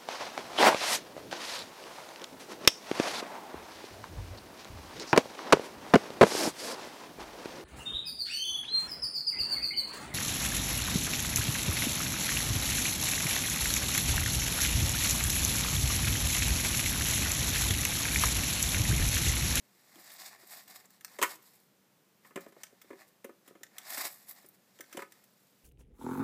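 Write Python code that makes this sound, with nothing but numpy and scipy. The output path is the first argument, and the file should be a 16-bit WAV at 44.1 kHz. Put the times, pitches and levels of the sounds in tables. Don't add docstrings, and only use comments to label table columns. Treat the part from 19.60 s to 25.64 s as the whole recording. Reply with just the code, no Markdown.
import sys
import numpy as np
from scipy import signal
from scipy.fft import rfft, irfft
from scipy.io import wavfile
from scipy.ndimage import uniform_filter1d

SR = 44100
rng = np.random.default_rng(int(sys.argv[2]) if len(sys.argv) > 2 else 0)


def to_wav(s):
    ch = np.atleast_2d(s).T
    pcm = np.round(np.clip(ch, -1, 1) * 32767)
    wavfile.write(sys.argv[1], SR, pcm.astype(np.int16))


N = 266275

# middle in seconds,
# length in seconds, relative level in dB, offset of the tray drumming in dB, offset of the spray in dB.
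SAND_STROKES = [(.28, 0.49, -65, -5, -7), (0.4, 0.21, -60, -2.5, -4), (0.502, 0.15, -51.5, -3.5, -5),
                (0.615, 0.084, -46, -6.5, -25), (0.673, 0.052, -44.5, -7.5, -20),
                (0.732, 0.078, -58, 3.5, -14), (0.822, .06, -56, -1.5, -5), (0.927, 0.082, -47.5, -4.5, 0),
                (0.99, 0.1, -53, -5, -3.5), (1.08, 0.023, -58, -3, -7), (1.109, 0.043, -51.5, -3, -3),
                (1.159, 0.027, -48, -3, 0), (1.203, 0.049, -59, -1.5, -2), (1.25, 0.019, -65, 7, -5),
                (1.336, 0.083, -63, -5, -6), (1.533, 0.13, -57.5, -1, -6), (1.647, 0.056, -43, -15, -2),
                (1.712, 0.06, -45.5, -4, 0), (1.86, 0.093, -61.5, -13, 1), (1.94, 0.16, -64.5, -6, 2.5),
                (2.67, .06, -64, 1, 1), (2.823, 0.05, -57.5, 2, -10), (2.889, 0.023, -65, 0, 3),
                (3.026, 0.13, -63.5, -0.5, -9), (3.297, 0.38, -69.5, 1.5, -11),
                (3.41, 0.066, -59.5, 4, -22), (3.484, 0.024, -66.5, -10, 4.5),
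                (3.885, 0.064, -63.5, -1.5, -14), (4.18, 0.12, -63.5, 4.5, -14),
                (4.273, 0.072, -47.5, -3.5, -11), (4.322, 0.051, -42.5, -0.5, 5),
                (4.347, 0.024, -35, -5, -2), (4.387, 0.036, -36, -4.5, -1), (4.415, 0.026, -37, 0, -2),
                (4.459, 0.044, -36, -3, 0), (4.51, 0.13, -57, -6, 6.5), (4.626, 0.086, -60.5, -5, 3),
                (4.701, 0.043, -51.5, -5, 5), (4.777, 0.048, -57, -2, -3), (4.83, 0.12, -65, -2.5, 0),
                (4.948, 0.034, -68.5, -0.5, 3), (5.21, 0.33, -66, -5, -9), (5.343, 0.07, -57.5, 1, -7),
                (5.404, 0.069, -55, -5, -20), (5.574, 0.14, -68, -1.5, -3), (5.825, 1, -73, -15, 0)]
# frequency in Hz, gain in dB.
HISS_SPECTRUM = [(1000, -18.5), (2400, -6), (3800, 1), (5000, 0.5), (7600, -0.5), (9600, -6.5),
                 (12000, -4.5), (15500, -3)]
SPRAY_SPECTRUM = [(3000, -34.5), (8000, -8), (9600, -10.5), (12000, -2.5), (15500, -7)]
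DRUMMING_SPECTRUM = [(100, -17), (220, -10), (480, -12), (620, -2.5), (770, 1.5), (900, -1.5), (1080, -5.5),
                     (1280, -4.5), (1500, -7.5), (1740, 0), (2300, -4), (2900, -15), (5000, -18.5)]
# delay in seconds, signed gain.
NEAR_REFLECTIONS = [(.000318, -0.29), (.00066, -0.11), (.00095, -.07), (.0028, 0.13)]
# start in seconds, thump level in dB, thump pitch in Hz,
# wall level in dB, crack level in dB.
TRAY_KNOCKS = [(0.356, -59, 324, -64, -61), (0.381, -62, 275, -82, -80), (.829, -61, 340, -64.5, -72),
               (1.587, -40, 450, -43, -46), (1.615, -43, 366, -31.5, -35), (1.6256, -49, 400, -27.5, -26.5),
               (1.631, -44, 330, -29.5, -31), (1.638, -47.5, 423, -31, -46), (2.647, -78, 400, -58, -69),
               (2.707, -63.5, 404, -59.5, -83), (2.758, -39.5, 285, -43.5, -46.5),
               (2.773, -41.5, 447, -45, -73), (2.862, -50, 418, -58, -70), (2.922, -64, 420, -63.5, -68.5),
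               (2.964, -54.5, 477, -66, -81), (3.125, -60, 326, -85, -82), (3.244, -63, 343, -76, -80),
               (3.3042, -45, 395, -52, -78), (3.329, -49.5, 380, -56, -75), (3.6435, -43.5, 368, -53, -50),
               (3.692, -49, 410, -57, -81), (3.877, -58.5, 393, -61, -57), (3.907, -54, 370, -66, -83),
               (3.952, -56.5, 396, -61.5, -70), (4.009, -60.5, 330, -72, -80), (4.372, -53, 300, -44, -55),
               (4.449, -53.5, 370, -53, -41), (4.843, -61.5, 385, -68, -75), (5.197, -52, 420, -65, -73),
               (5.346, -46.5, 360, -75, -66), (5.373, -41.5, 384, -48, -51), (5.391, -53, 378, -43.5, -65),
               (5.42, -52, 420, -43, -55)]
# start in seconds, level in dB, spectral tilt in dB per factor e
# of frequency, rise time in seconds.
CLAW_TICKS = [(.502, -55, -4, 0.0018), (.536, -48, 18, .0023), (.872, -53, 11, .001),
              (1.078, -54.5, -2, .0015), (1.255, -58, 5, .0008), (1.304, -57, -1, 0.00071),
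              (1.409, -57, -7, 0.00055), (1.447, -40.5, -4, 0.000084), (1.756, -55, 2, 0.00035),
              (2.807, -54, 3, 0.00073), (3.0336, -43.5, -4.5, 0.00064), (3.215, -52, -2.5, .0025),
              (4.0325, -46, -6, .0002), (4.1823, -41, -1.5, 0.00055), (4.302, -40, 5, 0.0022),
              (4.681, -59, 13, .001), (4.693, -43, 22, 0.0012), (4.709, -43, 14, .001),
              (4.8618, -52, 12, .0004), (4.887, -51, 16, .0005), (5.188, -59, -6.5, .001),
              (5.2066, -40, -4, 0.00084), (5.3262, -47.5, -6.5, .004), (5.37, -45.5, -6, .001),
              (5.521, -54.5, -5.5, .0002), (5.639, -58.5, 2.5, 0.00079)]
# frequency in Hz, gain in dB.
THUMP_SPECTRUM = [(40, -34), (120, -34), (230, -9.5), (400, 1), (540, -5.5), (750, -16), (1500, -47.5)]
FLEX_SPECTRUM = [(200, -44), (400, 3.5), (700, -5.5), (1100, 5.5), (1450, -1), (1850, 5.5), (2500, -4),
                 (3300, -19.5), (5000, -21)]
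CRACK_SPECTRUM = [(600, -24.5), (2000, -2.5), (3100, 6), (4400, -5.5), (6000, -1.5), (7600, 4),
                  (9500, -1.5), (12000, -1.5), (15500, -3)]
CLAW_SPECTRUM = [(300, -32), (800, -15), (1300, -10), (1850, 2), (2500, -2.5), (3400, 1.5), (4300, -4.5),
                 (5400, 1.5), (7200, 1.5), (8400, 1.5), (9100, 4), (10200, -3.5), (13000, 2), (15500, 4)]
# frequency in Hz, relative level in dB, time to decay by 60 dB in seconds.
BOTTOM_MODES = [(167.8, -39.5, 0.6), (214.4, -7, 0.092), (271.5, -6, 0.23), (340, 1.5, 0.11),
                (386.2, 1, 0.23), (434.5, -1, 0.033), (500, -16.5, 0.098), (554, 1, 0.17),
                (710, -9.5, 0.11)]
WALL_MODES = [(780, -17.5, .12), (986, 5.5, 0.081), (1074, 6.5, 0.047), (1182, 0, .12), (1261, 0, 0.18),
              (1367, 1.5, 0.071), (1495, -7, .16), (1738, 1.5, 0.12), (1885, -6.5, 0.11),
              (1914, -21.5, 0.083), (2070, -2, 0.078), (2165, -4.5, 0.081), (2414, -6.5, 0.13),
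              (2760, -14.5, .13), (3460, -17.5, 0.16)]
RIM_MODES = [(1295, 1, 0.066), (1540, -8, 0.16), (1744, 4, 0.045), (1824, -5, 0.076), (2110, 3.5, 0.049),
             (3460, -7, 0.033), (6060, 4, 0.035), (7250, 4.5, 0.041), (9100, 3.5, 0.038)]
# frequency in Hz, gain in dB.
BACKGROUND_SPECTRUM = [(25, -25.5), (60, -12.5), (96, -17), (126, -5), (160, -7.5), (193, 1), (235, -6),
                       (380, -9), (540, -8.5), (700, -13), (1450, -16), (3000, -19.5), (7500, -22),
                       (9600, -24.5), (14000, -21), (15500, -22)]

STROKE_EDGE_DB, STROKE_ROUNDNESS = -8.5, 1.42
TRICKLE_DB, TRICKLE_T60_S = -14.5, 0.35
TICK_ECHO_S, TICK_ECHO_DB, TICK_ECHO_TOP_HZ = 0.033, -14, 6000
CONTACT_SPREAD_DB = 2.5
HIT_T = np.arange(SR // 3) / SR


def sand():
    hiss_flow, tray_flow, spray_flow = sand_flow()
    slips_db = 1.4 * wander(per_s=120)
    hiss = unit_rms(colour(collisions(per_s=16000), HISS_SPECTRUM))
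    spray = unit_rms(colour(collisions(per_s=1400), SPRAY_SPECTRUM))
    drumming = colour(collisions(per_s=5000), DRUMMING_SPECTRUM)
    walls = signal.fftconvolve(drumming, ring(WALL_MODES, rise=0.0013))[:N]
    tray = unit_rms(drumming) + undb(-13) * unit_rms(walls)
    airborne = hiss_flow * hiss + spray_flow * spray
    return undb(slips_db) * (undb(-3) * airborne + undb(-3.5) * tray_flow * tray)


def sand_flow():
    t = np.arange(N) / SR
    power = np.zeros((3, N))
    for middle, length, hiss_db, tray_db, spray_db in SAND_STROKES:
        near = slice(*np.searchsorted(t, [middle - 2 * length, middle + 2 * length + TRICKLE_T60_S]))
        since = t[near] - middle
        push = undb(STROKE_EDGE_DB * np.abs(2 * since / length) ** STROKE_ROUNDNESS)
        trickle = (since > 0) * undb(TRICKLE_DB) * decay(TRICKLE_T60_S, np.abs(since))
        gains = undb([hiss_db, hiss_db + tray_db, hiss_db + spray_db])
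        power[:, near] += np.outer(gains, np.maximum(push, trickle)) ** 2
    return np.sqrt(power)


def collisions(per_s):
    sizes = impact_sizes(N, spread_db=2.2)
    return unit_rms(rng.standard_normal(N) * sizes * (rng.random(N) < per_s / SR))


def hollow(x):
    hz = np.fft.rfftfreq(N, 1 / SR)
    reflected = sum(gain * np.exp(-2j * np.pi * hz * delay) for delay, gain in NEAR_REFLECTIONS)
    return irfft(rfft(x) * (1 + reflected), N)


def tray_knocks():
    out = np.zeros(N)
    for start, thump_db, thump_hz, wall_db, crack_db in TRAY_KNOCKS:
        spectrum = [(hz * thump_hz / 400, db) for hz, db in THUMP_SPECTRUM]
        bottom = at_level(burst(spectrum, t60=0.031, rise=0.0018), 0)
        bottom += at_level(ring(BOTTOM_MODES, rise=0.00096), -4.5)
        walls = at_level(burst(FLEX_SPECTRUM, t60=0.043, rise=0.0017), 0)
        walls += at_level(ring(WALL_MODES, rise=0.00115), -2)
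        tilt = np.clip((crack_db - wall_db) / 2, -8, 0)
        crack = burst(tilted(CRACK_SPECTRUM, tilt, spread_db=3), t60=0.046, rise=0.001, spread_db=3)
        add(out, start, at_level(bottom, thump_db) + at_level(walls, wall_db) + at_level(crack, crack_db))
    return out


def claw_ticks():
    out = np.zeros(N)
    for start, level_db, tilt, rise in CLAW_TICKS:
        click = burst(tilted(CLAW_SPECTRUM, tilt, spread_db=3.5), t60=0.027 + 4 * rise, rise=rise)
        rim = ring(RIM_MODES, rise=0.00085)
        add(out, start, at_level(click, level_db) + at_level(rim, level_db - 13.5 - tilt))
    echo = signal.lfilter(*signal.butter(2, TICK_ECHO_TOP_HZ, fs=SR), out)
    add(out, TICK_ECHO_S, undb(TICK_ECHO_DB) * echo)
    return out


def ring(modes, rise):
    hz, db, t60 = np.transpose(modes)[:, :, None]
    weight, detune, phase = rng.standard_normal((3, len(modes), 1))
    waves = np.sin(2 * np.pi * (hz * (1 + 0.0021 * detune) * HIT_T + phase))
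    envelopes = undb(db + CONTACT_SPREAD_DB * weight) * decay(t60)
    return np.sum(envelopes * waves, axis=0) * (1 - np.exp(-HIT_T / rise))


def burst(spectrum, t60, rise, spread_db=0):
    snaps = impact_sizes(len(HIT_T), spread_db)
    envelope = decay(t60) * (1 - np.exp(-HIT_T / rise))
    return colour(rng.standard_normal(len(HIT_T)) * snaps * envelope, spectrum)


def tilted(spectrum, tilt, spread_db):
    hz, db = np.transpose(spectrum)
    return np.column_stack([hz, db + tilt * np.log(hz / 4000) + spread_db * rng.standard_normal(len(hz))])


def room(x, early_db, late_db):
    early = burst([(150, -10.5), (2000, -3.5), (15000, -3)], t60=0.17, rise=0.0078)
    late = burst([(150, 5), (2000, -6.0), (15000, -8.5)], t60=0.46, rise=0.014)
    echoes = undb(early_db) * early / np.linalg.norm(early) + undb(late_db) * late / np.linalg.norm(late)
    return x + signal.fftconvolve(x, echoes)[:N]


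def room_tone():
    return undb(-68) * unit_rms(colour(rng.standard_normal(N), BACKGROUND_SPECTRUM))


def colour(x, spectrum, size=2048):
    hz, db = np.transpose(spectrum)
    log_hz = np.log(np.fft.rfftfreq(size, 1 / SR) + 1)
    log_gain = np.log(undb(np.interp(log_hz, np.log(hz), db)))
    cepstrum = irfft(log_gain)[:size // 2]
    cepstrum[1:] *= 2
    response = irfft(np.exp(rfft(cepstrum, size)))
    return signal.fftconvolve(x, response)[:len(x)]


def impact_sizes(count, spread_db):
    return undb(spread_db * np.minimum(rng.exponential(size=count), 5))


def wander(per_s):
    hold = int(SR / per_s)
    steps = rng.standard_normal(N)[np.arange(N) // hold]
    return unit_rms(uniform_filter1d(steps, hold))


def decay(t60, t=HIT_T):
    return np.exp(-np.log(1000) * t / t60)


def undb(db):
    return 10 ** (np.asarray(db) / 20)


def unit_rms(x):
    return x / np.sqrt(np.mean(x ** 2))


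def at_level(x, db):
    return x * undb(db) / np.sqrt(np.mean(x[:512] ** 2))


def add(track, start_s, sound):
    start = int(start_s * SR)
    track[start:start + len(sound)] += sound[:N - start]


def scene():
    sources = hollow(sand()) + tray_knocks() + claw_ticks()
    return (room(sources, early_db=-13, late_db=-23.5) + room_tone())[None]


def record(dry):
    thin = signal.sosfilt(signal.butter(3, 85, "highpass", fs=SR, output="sos"), dry)
    return signal.sosfilt(signal.ellip(10, .2, 70, 15250, fs=SR, output="sos"), thin)


dry = scene()
out = record(dry)
to_wav(out)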